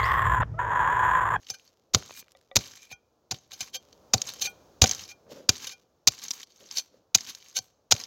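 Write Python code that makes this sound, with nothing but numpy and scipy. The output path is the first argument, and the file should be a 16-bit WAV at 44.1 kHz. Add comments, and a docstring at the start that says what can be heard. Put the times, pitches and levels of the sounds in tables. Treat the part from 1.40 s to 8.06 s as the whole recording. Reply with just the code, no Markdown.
"""Hoeing packed garden soil

A steel hand hoe chops the ground nine times, heard from close by. Each impact fractures grains in a
few gritty bites and sets the earth thudding. Friction drives the blade's modes as it drags through
crumbs, flicks pebbles and scrapes free. Clods and sand fall back, wood knocks lightly, the ground is
scuffed and the yard walls reflect faintly, while distant traffic swells and fades."""
import sys
import numpy as np
from scipy import signal
from scipy.fft import rfft, irfft
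from scipy.io import wavfile
from scipy.ndimage import uniform_filter1d

SR = 44100
rng = np.random.default_rng(int(sys.argv[2]) if len(sys.argv) > 2 else 0)


def output_pcm(signal):
    """Save a mono or channel-first signal as 16-bit PCM at the path in sys.argv[1].

    Samples are clipped to [-1, 1] before scaling.
    """
    pcm = np.clip(np.atleast_2d(signal).T, -1, 1) * 32767
    wavfile.write(sys.argv[1], SR, np.round(pcm).astype(np.int16))


N = 293706
T = np.arange(N) / SR

# Event levels are relative within each source.
# pulls of the buried blade: start_s, end_s, start_db, end_db, tug_s, tug_db
BLADE_PULLS = [(0, 0.303, -60, -64.5, .098, -48), (0.56, 0.817, -43, -58, .788, -46),
               (1.186, 1.498, -39, -61, 1.43, -56), (1.925, 2.112, -58.5, -69.5, 1.95, -49),
               (2.109, 2.25, -49.5, -52, 2.228, -41), (2.249, 2.313, -57.5, -72, 2.275, -48),
               (2.753, 3.012, -47.5, -45.5, 2.885, -37.5), (3.456, 3.726, -30, -55.5, 3.62, -44),
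               (4.107, 4.327, -42, -43, 4.245, -40.5), (4.71, 5.039, -48, -45, 4.842, -43),
               (5.064, 5.37, -63.5, -53, 5.332, -46), (5.766, 6.158, -45, -58.5, 5.895, -35),
               (6.545, 6.66, -38, -56, 6.615, -39.5)]
# the largest stones flicked: start_s, level_db, pitch_hz
LARGE_STONES = [(.068, -30, 3210), (.1012, -14.5, 5600), (1.943, -24, 3520), (2.118, -23, 3570),
                (2.2064, -14.5, 7000), (2.5276, -33.5, 3970), (2.7803, -20.5, 4440), (2.8174, -7.5, 6260),
                (2.871, -21.5, 6300), (3.4754, -14, 6000), (3.4929, -11, 6200), (3.5117, -6.5, 6300),
                (4.8822, -18, 5900), (4.9067, -8.5, 6170), (4.9117, -11, 4780), (5.0306, -22.5, 3780),
                (5.3115, -20, 5630), (5.3712, -11.5, 4500), (5.3834, -12, 6140), (5.3972, -21, 4400),
                (5.8072, -19.5, 5400), (5.9491, -21.5, 6800), (6.1674, -13, 5950), (6.1878, -12, 5180),
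                (6.54, -17.5, 6510), (6.5998, -19, 5800)]
# light bumps of the blade on the ground: start_s, jar_db
BUMPS = [(.102, -39), (1.515, -41), (2.125, -48.5), (2.208, -37.5), (3.03, -43), (6.19, -40)]
# the bare blade scraping the surface: peak_s, rise_s, level_db, favoured_hz, lift_db
SCRAPE_STROKES = [(0.103, 0.0041, -34.5, 656, 16.5), (0.144, 0.0054, -46, 1530, 15.5),
                  (.775, .035, -55.5, 2405, 16.5), (1.43, 0.043, -61.5, 2405, 24),
                  (1.52, 0.0098, -43, 2405, 23), (2.134, .006, -42, 3530, 7),
                  (2.211, 0.0031, -29.5, 2580, 24), (2.354, 0.0099, -32, 3280, 18),
                  (3.021, 0.0052, -24, 6115, 4.5), (3.056, .013, -31.5, 2400, 7.5),
                  (3.703, .016, -48.5, 2420, 11), (4.272, 0.0029, -32, 3640, 5.5),
                  (4.321, .012, -45.5, 2405, 9), (5.381, .016, -32, 4400, 9), (6.171, 0.01, -29, 5950, 3.5)]
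# the edge slipping off the ground: start_s, peak_db
EDGE_RELEASES = [(.150, -44), (1.527, -33), (3.072, -23), (3.715, -39.5), (4.332, -39)]
# loose crumbs settling after a stroke: peak_s, fall_s, level_db
TRICKLES = [(.26, 0.14, -75), (0.859, 0.16, -70), (2.44, 0.11, -69), (3.2, .12, -80), (4.38, 0.036, -69.5),
            (5.42, 0.035, -58.5), (6.22, 0.055, -67)]
# chops: start_s, entry_db, hold_s, body_db, cut_s, stop_db, stop_body_db, jar_db, thud_delay_s, thud_db
HOE_CHOPS = [(0.5373, -25, 0.0062, -1, 0.0096, -13.5, 11, -28, 0.025, -20),
             (1.1578, -10.5, .0012, -3.5, 0.0076, -8.5, 1.5, -26.5, 0.019, -21.5),
             (1.9109, -26, 0.0054, 0.5, 0.0096, -34, 14, -30.5, 0.025, -35),
             (2.736, -14, 0.0058, 1.5, 0.0078, -30.5, 9, -17, 0.02, -24),
             (3.4181, -7.5, 0.0025, 0, 0.022, -18.5, 14, -10, 0.013, -10.5),
             (4.0916, -9, 0.0018, 2, 0.0062, -33, 7, -25.5, 0.011, -24.5),
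             (4.6731, -8.5, 0.0041, -10.5, .0092, -14, -1, -35.5, .0152, -32.5),
             (5.7473, -9.5, 0.0049, -15, .0075, -18.5, 0.5, -29.5, 0.019, -38.5),
             (6.511, -15.5, 0.0083, -3.5, 0.011, -14, 12.5, -26, 0.029, -27.5)]
# clods dropping back: start_s, level_db, pitch_hz
FALLING_CLODS = [(.625, -40, 913), (.695, -46, 880), (.708, -37, 821), (.709, -45, 2480), (.826, -48, 541),
                 (.882, -50.5, 2188), (.919, -50.5, 5000), (.971, -57, 2816), (1.012, -58.5, 3540)]
# sand sliding off the blade: peak_s, rise_s, fall_s, level_db
SAND_SLIDES = [(0.796, 0.027, 0.011, -46), (2.345, 0.0059, 0.01, -61), (3.05, 0.028, 0.035, -52.5),
               (4.251, 0.0089, 0.018, -63), (4.94, 0.024, 0.017, -52), (5.375, 0.013, 0.014, -44.5),
               (5.41, .01, .04, -70), (6.2, .01, .045, -65)]
# light knocks on hollow wood: start_s, peak_db
WOOD_KNOCKS = [(.868, -58.5), (0.95, -46), (1.114, -37)]
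# dull scuffs on the ground: peak_s, rise_s, fall_s, level_db, grit_db
GROUND_SCUFFS = [(3.876, 0.01, 0.01, -50, -35.5), (3.922, 0.015, 0.01, -43, -7.5),
                 (3.963, 0.016, 0.023, -46, -10), (4.001, 0.011, 0.049, -53, -12),
                 (5.212, 0.01, 0.041, -58, -3.5), (5.546, 0.024, 0.048, -62, -11.5)]

# normal modes: pitch_hz, energy_db, t60_s (before any added damping)
BLADE_MODES = [(517, -17, .06), (765, -17, .06), (1190, -21, .04), (1550, -17, .06), (2395, -10, .06),
               (2960, -13, .04), (3210, -12, .085), (3640, -8, .04), (4176, -9, .04), (4410, -4, .05),
               (4530, -8, .05), (5010, -7, .05), (5150, -8, .04), (5490, -6, .045), (5800, -7, .05),
               (6115, 0, .07), (6480, -1, .045), (7000, -10, .035), (7400, -11, .045), (10700, -25, .03),
               (11400, -23, .03)]  # steel touching the soil
NECK_MODES = [(757, 0, .048), (480, -9, .035), (221, -8, .04), (1092, -19, .03)]  # blade and handle together
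FREE_MODES = [(795, -13, .1), (1464, -12, .14), (2405, 0, .09), (3215, -12, .11), (6115, -8, .06)]  # steel clear of the soil
CLAMPED_MODES = [(1540, -12, .02), (2385, -8, .025), (2970, -11, .015), (3650, -8, .015), (4176, -5, .025),
                 (4500, -4, .02), (5006, -4, .03), (5510, -3, .02), (6140, -3, .02), (6480, 3, .03),
                 (7040, -6, .015), (7403, -10, .025)]  # steel gripped by the earth
WOOD_MODES = [(540, -5, 0.11), (744, -9, 0.052), (1190, -15, .04), (1950, -13, .06), (2300, -16, .03),
              (3570, -12, 0.013), (3810, -19.5, .014)]  # hollow wood

# spectral envelopes of the noise sources: frequency_hz, gain_db
TRAFFIC_SPECTRUM = [(25, -29), (70, -1), (160, -6.5), (300, -7), (500, -2.5), (800, -10), (1300, -16),
                    (2000, -29), (3500, -26), (6500, -23.5), (8500, -42), (15800, -32.5)]
CRUMB_SPECTRUM = [(40, -16), (100, -10), (250, -2), (600, -15.5), (1100, -2.5), (1900, -6), (2800, -2),
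                  (4300, -0.5), (6500, -0.5), (7300, -6), (8200, -19.5), (10000, -21), (12000, -12),
                  (15800, -16.5)]
SCRAPE_SPECTRUM = [(60, -24), (200, -15.5), (600, -12.5), (1000, -19.5), (1900, -7), (3500, 6.5),
                   (6300, -1.5), (7400, -5), (8300, -22.5), (11000, -7.5), (15800, -11.5)]
BITE_SPECTRUM = [(60, -26), (200, -8), (500, -10), (1100, -11.5), (1900, -11), (2800, -8), (4300, -0.5),
                 (5500, 0), (6600, 4), (7300, -4.5), (8100, -20.5), (10000, -25.5), (12000, -19),
                 (15800, -22.5)]
SAND_SPECTRUM = [(1000, -48), (5000, -9.5), (8000, 3.5), (10000, -5.5), (13500, 5.5), (15800, 0)]
SCUFF_SPECTRUM = [(50, -25), (130, -6), (220, -1.5), (380, -3), (540, 5), (720, -13.5), (1400, -19),
                  (2200, -28.5), (8000, -57.5)]


def undb(db):
    """Amplitude grows tenfold for every 20 decibels."""
    return 10 ** (np.asarray(db) / 20)


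def unit(x):
    """Dividing by the root of the energy gives a response of unit energy."""
    return x / np.sqrt(np.sum(x ** 2))


def through(x, response):
    """A linear system convolves its input with its impulse response."""
    return signal.fftconvolve(x, response)[:len(x)]


def add(track, start_s, sound):
    """Superposition: a sound adds to what the track already holds."""
    i = max(int(start_s * SR), 0)
    part = sound[:max(N - i, 0)]
    track[i:i + len(part)] += part


def colour(spectrum, size=2048):
    """Folding the cepstrum gives the minimum-phase response of a spectrum, here with unit energy."""
    hz, db = np.transpose(spectrum)
    bins_hz = np.fft.rfftfreq(size, 1 / SR)
    gain = undb(np.interp(np.log(bins_hz + 1), np.log(hz), db))
    cepstrum = irfft(np.log(gain))
    cepstrum[1:size // 2] *= 2
    cepstrum[size // 2 + 1:] = 0
    return unit(irfft(np.exp(rfft(cepstrum))))


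def modes(table, damping_per_s=0):
    """Free vibration is a sum of decaying sinusoids; contact with soil adds damping."""
    t = T[:SR // 3]
    ring = 0
    for k, (hz, db, t60_s) in enumerate(table):
        decay = np.exp(-t * (np.log(1000) / t60_s + damping_per_s))
        ring += (-1) ** k * undb(db) * unit(np.sin(2 * np.pi * hz * t) * decay)
    return unit(ring)


def struck(blows, table):
    """An impulse excites all modes at once; each blow (start_s, peak_db) sets the peak of its ring."""
    force = np.zeros(N)
    for start_s, db in blows:
        add(force, start_s, undb([db]))
    ring = modes(table)
    return through(force, ring / np.abs(ring).max())


def band(x, hz, q):
    """A resonator passes its centre frequency at unit gain, more narrowly as q rises."""
    return signal.lfilter(*signal.iirpeak(min(hz, SR / 3), q, fs=SR), x)


def grit(rate_hz, spread_db):
    """Shot noise of unit rms: grains snap independently, with random size and sign."""
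    size = undb(spread_db * np.minimum(rng.exponential(size=N), 4))
    snaps = (rng.random(N) < rate_hz / SR) * size * rng.choice([-1, 1], N)
    return snaps / snaps.std()


def crunch(hold_s, fall_s, rise_s=1 / 3000):
    """Many tiny fractures merge into a noise burst that builds, holds and decays."""
    t = T[:SR // 12]
    envelope = np.minimum(t / rise_s, 1) * np.exp(-np.maximum(t - hold_s, 0) / fall_s)
    return unit(envelope * rng.standard_normal(len(t))) * np.sqrt(np.sum(envelope ** 2))


def swell(peak_s, rise_s, fall_s):
    """A Gaussian envelope, with separate widths before and after its peak."""
    width_s = np.where(T < peak_s, rise_s, fall_s)
    return np.exp(-np.minimum(((T - peak_s) / width_s) ** 2 / 2, 20))


def traffic():
    """Distant vehicles sum to a dull, steady noise that swells once as one passes."""
    level = undb(-70.5) + undb(-59.5) * swell(peak_s=2.95, rise_s=0.38, fall_s=0.62)
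    return level * through(rng.standard_normal(N), colour(TRAFFIC_SPECTRUM))


def steel(count=36):
    """A plate has many faint high modes above its main ones."""
    faint = [(7800 + 8000 * place, -24 - 12 * size, .05) for place, size in rng.random((count, 2))]
    return BLADE_MODES + faint


def blade(force, direct_db, ring_db, damping_per_s):
    """A contact radiates by two paths: directly from the grains and through the resonant steel."""
    direct = through(force, colour(CRUMB_SPECTRUM))
    ring = through(force, modes(steel(), damping_per_s))
    return undb(direct_db) * direct + undb(ring_db) * ring


def pulling(tug_width_s=0.015):
    """Soil resists the buried blade with a force that drifts through each pull, plus one brief tug."""
    effort = np.zeros(N)
    for start_s, end_s, start_db, end_db, tug_s, tug_db in BLADE_PULLS:
        steady = undb(np.interp(T, [start_s, end_s], [start_db, end_db]))
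        tug = undb(tug_db) * swell(tug_s, tug_width_s, tug_width_s)
        effort += (steady + tug) * ((T >= start_s) & (T < end_s))
    return effort


def crackle(count, spread_db, q):
    """Brittle fracture: each crumb snaps at its own pitch, from 1.8 to 14 kHz; the sum has unit rms."""
    snaps = np.zeros(N)
    for when, pitch, size in rng.random((count, 3)):
        snap = rng.standard_normal(400) * np.exp(-T[:400] / .001)
        gain = undb(-spread_db * np.log(.04 + .96 * size))  # many weak, few strong
        add(snaps, when * T[-1], gain * (.3 * snap + band(snap, 1800 * 7.8 ** pitch, q)))
    return snaps / snaps.std()


def drag(slip_rate_hz=110, slip_spread_db=2.5):
    """Stick-slip friction: sand rubs the buried blade in fits and starts while larger crumbs snap."""
    effort = uniform_filter1d(pulling(), size=300)
    knots_s = np.arange(0, T[-1], 1 / slip_rate_hz)
    slips_db = slip_spread_db * np.interp(T, knots_s, rng.standard_normal(len(knots_s)))
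    rubbing = undb(slips_db) * grit(rate_hz=2700, spread_db=1.0)
    crumbs = crackle(count=1200, spread_db=5, q=2.8)
    force = effort * (.62 * rubbing + .78 * crumbs)
    return blade(force, direct_db=-4.0, ring_db=-9.0, damping_per_s=9.5)


def pebbles(chances=60, above_pull_db=15, spread_db=0.5, centre_hz=5600):
    """Chance collisions with small stones scale with the pulling force: start_s, level_db, pitch_hz."""
    effort = pulling()
    for when, size, pitch in rng.random((chances, 3)):
        i = int(when * N)
        if effort[i] > 0:
            level_db = 20 * np.log10(effort[i]) + above_pull_db + spread_db * (2 * size - 1)
            yield T[i], level_db, centre_hz * 2 ** (pitch - .5)


def stones():
    """Brief, hard contacts are bright: each stone ticks at its own pitch on heavily damped steel."""
    force = np.zeros(N)
    for start_s, db, hz in [*LARGE_STONES, *pebbles()]:
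        tick = crunch(hold_s=.0007, fall_s=.0018)
        add(force, start_s, undb(db) * (undb(-13) * tick + band(tick, hz, q=3.6)))
    return blade(force, direct_db=-7.5, ring_db=-14.5, damping_per_s=160)


def neck(entry_delay_s=.003, entry_offset_db=-5.5):
    """Sudden deceleration knocks the blade against its handle at each entry, stop and bump."""
    jars = []
    for start_s, _, _, _, cut_s, _, _, jar_db, *_ in HOE_CHOPS:
        jars.append((start_s + entry_delay_s, jar_db + entry_offset_db))
        jars.append((start_s + cut_s, jar_db))
    return struck(jars + BUMPS, NECK_MODES)


def scrapes(fall_per_rise=0.78):
    """Friction drives the bare blade; the point of contact decides which modes respond most."""
    rub, ring = np.zeros(N), np.zeros(N)
    grains = grit(rate_hz=6000, spread_db=-1)
    for peak_s, rise_s, db, favoured_hz, lift_db in SCRAPE_STROKES:
        force = undb(db) * swell(peak_s, rise_s, fall_per_rise * rise_s) * grains
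        log_width = 0.041 + 150 / favoured_hz  # the low bending modes are excited together
        lifted = [(hz, energy_db + lift_db * np.exp(-(np.log(hz / favoured_hz) / log_width) ** 2), t60_s)
                  for hz, energy_db, t60_s in steel()]
        rub += force
        ring += through(force, modes(lifted))
    return undb(-4.5) * through(rub, colour(SCRAPE_SPECTRUM)) + undb(3.0) * ring


def ground(light_hz=113, sag_hz=99, half_length_s=.008):
    """Earth is heavily damped: a blow gives a short heave, lower if heavier, and then a shudder."""
    chop_thuds = [(start_s + delay_s, db) for start_s, *_, delay_s, db in HOE_CHOPS]
    bump_thuds = [(start_s + 0.017, jar_db - 10.5) for start_s, jar_db in BUMPS]
    heave, shudder = np.zeros(N), np.zeros(N)
    t = T[:SR // 8] - T[SR // 16]
    envelope = np.exp(-(t / half_length_s) ** 2)
    for peak_s, db in chop_thuds + bump_thuds:
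        gain = undb(db)
        pitch_hz = light_hz - sag_hz * gain
        add(heave, peak_s + t[0], -gain * np.cos(2 * np.pi * pitch_hz * t) * envelope)
        add(shudder, peak_s, gain * crunch(hold_s=.004, fall_s=0.013, rise_s=0.0048))
    earth = colour([(25, -16.5), (75, -2.0), (130, -5.5), (250, -11.5), (600, -15.5), (2000, -43.0)])
    return heave + undb(-12.0) * through(shudder, earth)


def pings():
    """Sudden release leaves the blade in free vibration as its edge slips off the ground."""
    return struck(EDGE_RELEASES, FREE_MODES)


def settling():
    """Crumbs trickling back into the cut make sparse shot noise."""
    flow = sum(undb(db) * swell(peak_s, 0.024, fall_s) for peak_s, fall_s, db in TRICKLES)
    return through(flow * grit(rate_hz=260, spread_db=3.5), colour(CRUMB_SPECTRUM))


def bites(lead_in_s=0.003, stop_hold_s=0.0013):
    """Soil yields in jerks as the edge enters, grinds on and stops: start_s, level_db, hold_s, body_db."""
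    for start_s, entry_db, hold_s, body_db, cut_s, stop_db, stop_body_db, *_ in HOE_CHOPS:
        yield start_s - lead_in_s, entry_db - 23.5, lead_in_s, body_db  # a faint lead-in of noise
        yield start_s, entry_db, hold_s, body_db  # enters
        yield start_s + hold_s, entry_db - 18, cut_s - hold_s, body_db + 4.5  # grinds on
        yield start_s + cut_s, stop_db, stop_hold_s, stop_body_db  # stops in firm earth


def chops(body_hz=1900):
    """Each bite fractures soil and excites the clamped blade; firmer earth gives more low-end body."""
    force = np.zeros(N)
    for start_s, db, hold_s, body_db in bites():
        burst = crunch(hold_s, fall_s=0.0033)
        burst[SR // 2000] += 5  # the opening crack
        body = signal.lfilter(*signal.butter(1, body_hz, fs=SR), burst)
        add(force, start_s, undb(db) * (burst + (undb(body_db) - 1) * body))
    direct = through(force, colour(BITE_SPECTRUM))
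    ring = through(force, modes(CLAMPED_MODES))
    return undb(0.5) * direct + undb(-10) * ring


def clods():
    """Inelastic impact: clods land with dull pats and do not ring."""
    pats = np.zeros(N)
    for start_s, db, hz in FALLING_CLODS:
        impact = crunch(hold_s=0.00059, fall_s=0.0011)
        pat = band(band(impact, hz, q=0.5), hz, q=0.5)
        add(pats, start_s, 2 * undb(db) * pat / np.abs(pat).max())
    return pats


def sand():
    """Dense, tiny impacts merge into a hiss as sand slides off the lifted steel."""
    flow = sum(undb(db) * swell(peak_s, rise_s, fall_s) for peak_s, rise_s, fall_s, db in SAND_SLIDES)
    return through(flow * grit(rate_hz=4700, spread_db=6.5), colour(SAND_SPECTRUM))


def knocks():
    """Light impacts excite the quickly damped modes of hollow wood."""
    return struck(WOOD_KNOCKS, WOOD_MODES)


def scuffs():
    """Soft friction on the ground makes low noise, to which sand adds a little treble."""
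    rub_level, sand_level = np.zeros(N), np.zeros(N)
    for peak_s, rise_s, fall_s, db, grit_db in GROUND_SCUFFS:
        push = undb(db) * swell(peak_s, rise_s, fall_s)
        rub_level += push
        sand_level += undb(grit_db) * push
    rub = through(rub_level * grit(rate_hz=1100, spread_db=2.5), colour(SCUFF_SPECTRUM))
    grains = through(sand_level * grit(rate_hz=6600, spread_db=3.5), colour(CRUMB_SPECTRUM))
    return rub + grains


def yard(x, t60_s, wet_db, delay_s):
    """Reflections from fence and walls form a delayed, duller tail that decays exponentially."""
    t = T[:SR]
    onset = np.clip(t / delay_s - 1, 0, 1)
    tail = rng.standard_normal(SR) * np.exp(-np.log(1000) * t / t60_s) * onset
    walls = colour([(60, -1), (500, 8.0), (2000, -2), (6500, -6), (9000, -8.5), (15000, -20.5)])
    return undb(wet_db) * through(x, unit(through(tail, walls)))


def scene():
    """Near sources, their reflections and the distant traffic superpose in one channel."""
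    hoe = chops() + neck() + drag() + stones() + scrapes() + pings()
    near = hoe + ground() + sand() + settling() + clods() + scuffs() + knocks()
    return (near + yard(near, t60_s=.46, wet_db=-32, delay_s=.014) + traffic())[None]


def record(dry, bottom_hz=24, top_hz=16000):
    """Band limiting removes the deepest bass and highest treble; soft saturation rounds the peaks."""
    thin = signal.sosfiltfilt(signal.butter(1, bottom_hz, "high", fs=SR, output="sos"), dry)
    rounded = thin / (1 + thin ** 4) ** (1 / 4)
    return signal.sosfilt(signal.ellip(8, .2, 70, top_hz, fs=SR, output="sos"), rounded)


dry = scene()
out = record(dry)
output_pcm(out)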